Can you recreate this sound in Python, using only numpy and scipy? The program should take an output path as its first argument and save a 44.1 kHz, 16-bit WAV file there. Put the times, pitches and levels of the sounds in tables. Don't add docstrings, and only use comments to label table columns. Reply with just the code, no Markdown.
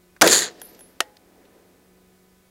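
import sys
import numpy as np
from scipy import signal
from scipy.fft import rfft, irfft, next_fast_len
from scipy.io import wavfile
from scipy.ndimage import uniform_filter1d, map_coordinates

SR = 44100
rng = np.random.default_rng(int(sys.argv[2]) if len(sys.argv) > 2 else 0)


def generate_wav(signal):
    frames = np.transpose(np.atleast_2d(signal))
    scaled = np.clip(frames, -1, 1) * 32767
    pcm = np.round(scaled).astype(np.int16)
    wavfile.write(sys.argv[1], SR, pcm)


N = 110250

# f/Hz, level/dB
AIR_COLOUR = [(25, 14), (60, 11), (130, 0), (420, -1), (900, -11), (2500, -15), (7000, -17), (15500, -17.5)]
AIR_DB = -57.3
# t/s, pitch f/Hz, fundamental rms level/dB, octave rms level/dB
DRONE = [(0, 179, -62, -65), (1.1, 181, -65, -74), (1.75, 182, -62, -72), (2, 184.5, -58.5, -62),
         (2.5, 185.5, -63.5, -71)]
DRONE_WAVER_DB = 1.5
WHINE_HZ, WHINE_DB, WHINE_LOSS_DB = 250, -77, .9

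# t/s, level/dB, t60/s, centre f/Hz
TICKS = [(.163, -47.5, .04, 1700), (.5972, -52, .03, 7000), (.747, -52, .04, 6000),
         (1.1679, -47, .016, 4700), (1.452, -60, .06, 3500)]

# start t/s, level/dB, attack/s, hold/s, t60/s
CRACK = (.2124, -10, .0005, .0009, .013)
BLAST = (.2174, -3, .0002, .005, .018)
BOOM = (.221, -15.5, .003, .046, .016)
SWING = (.2183, -6.5, .001, .006, .08)
SWING_LOW_HZ, SWING_DROP_HZ, SWING_FALL_S = 280, 2700, .0062
SWING_ROUGH_RAD = .9
# t/s, level/dB
THUMPS = [(.2423, -16), (.2662, -11)]
THUMP_T60_S = .008
# f/Hz, level/dB
CRACK_COLOUR = [(350, 1), (1300, -3), (3400, 0), (7700, -5), (15000, -20)]
BLAST_COLOUR = [(400, -1), (1850, 2), (2800, -6), (4500, -5), (5900, 2), (7000, -6), (9500, -7),
                (15000, -18)]
BOOM_COLOUR = [(70, -37), (170, -9), (260, -14), (340, 1), (650, 0), (780, -12), (1650, -6), (2400, -22)]

# t/s, treble level/dB, bass level/dB
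SCATTER = [(.226, -24, -30), (.27, -20.5, -25), (.3, -18.5, -23), (.335, -12, -26), (.38, -18.5, -32),
           (.445, -25.5, -37), (.48, -35, -43), (.52, -58, -50)]
# f/Hz, level/dB
SCATTER_TREBLE_COLOUR = [(800, -14), (1400, -8), (1800, -1), (2300, -11), (2900, -12), (3700, -2),
                         (4600, -1), (5200, -11), (5900, -8), (6800, 3), (7400, 1), (7900, -8), (8900, -8),
                         (9700, -14), (10500, -5), (11400, -15.5), (15000, -22)]
SCATTER_BASS_COLOUR = [(60, -33), (160, -7), (250, -9), (340, -1), (440, 0), (600, -6), (800, -11),
                       (2500, -22)]
GRAIN_DB, GRAIN_RATE = 2.8, 600
ZING_HZ = [4605, 6710, 6810, 6892, 7224, 7364, 7436]
ZING_DB = -15
DULL_S = (.41, .49)
DULL_HZ = 5500

# t/s, level/dB
ACTION_BLOWS = [(.2415, -23), (.2635, -17), (.2742, -9), (.2775, -13), (.2875, -18)]
# f/Hz, level/dB
ACTION_COLOUR = [(600, -10), (1800, 0), (4200, 1), (11000, -7), (15000, -17)]
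ACTION_T60_S = .025
# f/Hz, level/dB relative to SPRING_DB, t60/s
SPRING_MODES = [(340, -2, .5), (431, 0, .55), (475, -1, .45), (587, -7, .45), (642, -1, .3), (722, -16, 1),
                (1880, -16, .6)]
SPRING_DB = -22

# start t/s, level/dB, attack/s, hold/s, t60/s
HISS = (.44, -58, .03, .22, 1.2)
# t/s, level/dB
ECHO = [(.45, -50), (.75, -53), (.9, -58), (1.2, -62), (1.38, -56), (1.62, -57), (2, -66), (2.5, -75)]
# f/Hz, level/dB
HISS_COLOUR = [(700, -6), (1900, 0), (2600, -4), (4900, 1), (7000, -8), (12000, -21)]
ECHO_COLOUR = [(130, -16), (260, 0), (450, -1), (800, -11), (1250, -21), (1800, -18), (2800, -26),
               (8000, -38)]

# t/s, click level/dB, lower mode level/dB, upper mode level/dB, spin/(turns/s)
CASE_HITS = [(.6157, -35, -35.5, -38, 24), (.7903, -49, -50, -51, 7), (.8067, -47, -43, -60, 0)]
# f/Hz, t60/s, swells per turn
CASE_MODES = [(10965, .25, 2.1), (13010, .45, 1)]
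# f/Hz, level/dB
CASE_COLOUR = [(850, 5), (1250, -8), (1600, 7), (2300, -10), (3300, 3), (4600, -13), (6000, 0), (8500, -12),
               (12000, -5), (15500, -18)]
CASE_T60_S = .014

# start t/s, level/dB, attack/s, hold/s, t60/s
SMACK = (1.0044, -9.5, .0003, .0015, .014)
SMACK_SPRAY = (1.006, -33, .001, .002, .075)
SMACK_TAIL = (1.008, -52, .003, .01, .42)
# f/Hz, level/dB
SMACK_COLOUR = [(220, -18), (390, -2), (460, -10), (570, -2), (830, 1), (950, -11), (1300, 3), (1800, -2),
                (2400, -8), (2950, 1), (3500, -6), (10600, -14), (15000, -28)]
TAIL_COLOUR = [(300, -3), (800, 0), (1200, -8), (1900, -5), (2500, -14), (9000, -24)]
# f/Hz, level/dB relative to SMACK_RING_DB, t60/s
SMACK_MODES = [(657, -6, .077), (865, -1, .034), (1852, 2, .04), (3623, -21, .075), (4425, -8, .019),
               (5260, -26, .08), (515, -29, .6), (835, -29, .6), (1900, -29, .25)]
SMACK_RING_DB, SMACK_ROUGH_RAD = -19, .5

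CLIP_TOP, CLIP_KNEE = .78, 5
LOW_CUT_HZ, TOP_HZ = 130, 15800


def amp(db):
    return 10 ** (np.asarray(db) / 20)


def unit(x):
    return x / np.sqrt(np.mean(x ** 2) + 1e-20)


def clock():
    return np.arange(N) / SR


def level(s, db):
    fade_db = 500 * np.maximum(clock() - s[-1], 0)
    return (clock() > s[0]) * amp(np.interp(clock(), s, db) - fade_db)


def envelope(start, db, attack, hold, t60):
    t = clock() - start
    release = np.maximum(t - attack - hold, 0)
    return np.clip(t / attack, 0, 1) * amp(db - 60 * release / t60)


def wobble(rate):
    return map_coordinates(rng.standard_normal(N // 8), [clock() * rate], mode="wrap")


def filtered(x, response):
    m = next_fast_len(N + 8192)
    return irfft(rfft(x, m) * response(np.fft.rfftfreq(m, 1 / SR)), m)[:N]


def noise(colour):
    f, db = np.transpose(colour)

    def response(hz):
        low_skirt = 1 + (f[0] / 2 / (hz + 1)) ** 4
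        high_skirt = 1 + (hz / 2 / f[-1]) ** 4
        body = amp(np.interp(np.log(hz + 1), np.log(f + 1), db))
        return body / np.sqrt(low_skirt * high_skirt)

    return unit(filtered(rng.standard_normal(N), response))


def burst(colour, *shape):
    return noise(colour) * envelope(*shape)


def snap(colour, *shape):
    size = 8192
    gain = envelope(*shape)
    first = np.argmax(gain > 0)
    gain = gain[first:][:size]
    push = gain * rng.standard_normal(size)
    for _ in range(2):
        even = irfft(np.exp(1j * np.angle(rfft(push))))
        local_rms = np.sqrt(np.abs(uniform_filter1d(even ** 2, size=48)) + 1e-12)
        push = gain * even / local_rms
    f, db = np.transpose(colour)
    hz = np.fft.rfftfreq(size, 1 / SR) + 1
    body = amp(np.interp(np.log(hz), np.log(f), db)) / np.hypot(1, (f[0] / 2 / hz) ** 2)
    cepstrum = irfft(np.log(body))
    minimum_phase = np.exp(rfft(2 * cepstrum[:size // 2], size))
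    hit = irfft(rfft(push) * minimum_phase)
    hit = unit(hit) * np.sqrt(np.mean(gain ** 2))
    return np.pad(hit, (first, N))[:N]


def ring(modes, start, db, rough=0):
    t = np.maximum(clock() - start, 0)
    out = np.zeros(N)
    for hz, mode_db, t60 in modes:
        phase = 2 * np.pi * (hz * t + rng.random()) + rough * wobble(hz / 10)
        out += amp(db + mode_db - 60 * t / t60) * np.sin(phase)
    return (t > 0) * out


def background():
    s, *columns = np.transpose(DRONE)
    hz, *levels_db = [np.interp(clock(), s, column) for column in columns]
    phase = 2 * np.pi * np.cumsum(hz) / SR
    tones = np.zeros(N)
    for k, db in enumerate(levels_db, 1):
        tones += amp(db + DRONE_WAVER_DB * wobble(8)) * np.sin(k * phase)
    for i, k in enumerate(range(3, 11)):
        whine = np.sin(2 * np.pi * (k * WHINE_HZ * clock() + rng.random()))
        tones += amp(WHINE_DB - WHINE_LOSS_DB * i) * whine
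    return amp(AIR_DB) * noise(AIR_COLOUR) + np.sqrt(2) * tones


def ticks():
    out = np.zeros(N)
    for s, db, t60, hz in TICKS:
        colour = [(hz / 4, -10), (hz, 0), (hz * 2, -17)]
        out += burst(colour, s, db, .001, .001, t60)
    return out


def report():
    crack = snap(CRACK_COLOUR, *CRACK)
    blast = snap(BLAST_COLOUR, *BLAST)
    since = np.maximum(clock() - SWING[0], 0)
    hz = SWING_LOW_HZ + SWING_DROP_HZ * np.exp(-since / SWING_FALL_S)
    phase = 2 * np.pi * np.cumsum(hz) / SR + SWING_ROUGH_RAD * wobble(GRAIN_RATE)
    swing = envelope(*SWING) * (np.sin(phase) + np.sin(2 * phase) / 4)
    thumps = sum(snap(BOOM_COLOUR, s, db, .001, .001, THUMP_T60_S) for s, db in THUMPS)
    return crack + blast + swing + thumps + burst(BOOM_COLOUR, *BOOM)


def scatter():
    s, treble_db, bass_db = np.transpose(SCATTER)
    zing = sum(wobble(30) * np.sin(2 * np.pi * hz * clock()) for hz in ZING_HZ)
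    grain = amp(GRAIN_DB * wobble(GRAIN_RATE))
    treble = unit((noise(SCATTER_TREBLE_COLOUR) + amp(ZING_DB) * zing) * grain)
    dull = unit(filtered(treble, lambda hz: 1 / (1 + (hz / DULL_HZ) ** 4)))
    lateness = np.interp(clock(), DULL_S, [0, 1])
    rush = treble + lateness * (dull - treble)
    return level(s, treble_db) * rush + level(s, bass_db) * noise(SCATTER_BASS_COLOUR)


def action():
    blows = sum(burst(ACTION_COLOUR, s, db, .0004, .0006, ACTION_T60_S) for s, db in ACTION_BLOWS)
    return blows + ring(SPRING_MODES, .24, SPRING_DB)


def echoes():
    unevenness = amp(.6 * wobble(25))
    roll = level(*np.transpose(ECHO)) * noise(ECHO_COLOUR) * unevenness
    return burst(HISS_COLOUR, *HISS) + roll


def case():
    out = np.zeros(N)
    for s, click_db, *rings_db, spin in CASE_HITS:
        out += snap(CASE_COLOUR, s, click_db, .001, .001, CASE_T60_S)
        for (hz, t60, lobes), db in zip(CASE_MODES, rings_db):
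            tumble = np.cos(np.pi * lobes * spin * (clock() - s))
            out += tumble * ring([(hz, 0, t60)], s, db)
    return out


def smack():
    clack = snap(SMACK_COLOUR, *SMACK)
    spray = burst(SMACK_COLOUR, *SMACK_SPRAY)
    rough_ring = ring(SMACK_MODES, SMACK[0], SMACK_RING_DB, SMACK_ROUGH_RAD)
    return clack + spray + rough_ring + burst(TAIL_COLOUR, *SMACK_TAIL)


def scene():
    mix = background() + ticks() + report() + scatter() + action() + echoes() + case() + smack()
    return mix[None]


def record(dry):
    overload = np.abs(dry[0] / CLIP_TOP) ** CLIP_KNEE
    clipped = dry[0] / (1 + overload) ** (1 / CLIP_KNEE)
    low_cut = signal.butter(1, LOW_CUT_HZ, "highpass", fs=SR, output="sos")
    thinned = signal.sosfilt(low_cut, clipped)
    return filtered(thinned, lambda hz: 1 / np.sqrt(1 + (hz / TOP_HZ) ** 300))[None]


dry = scene()
out = record(dry)
generate_wav(out)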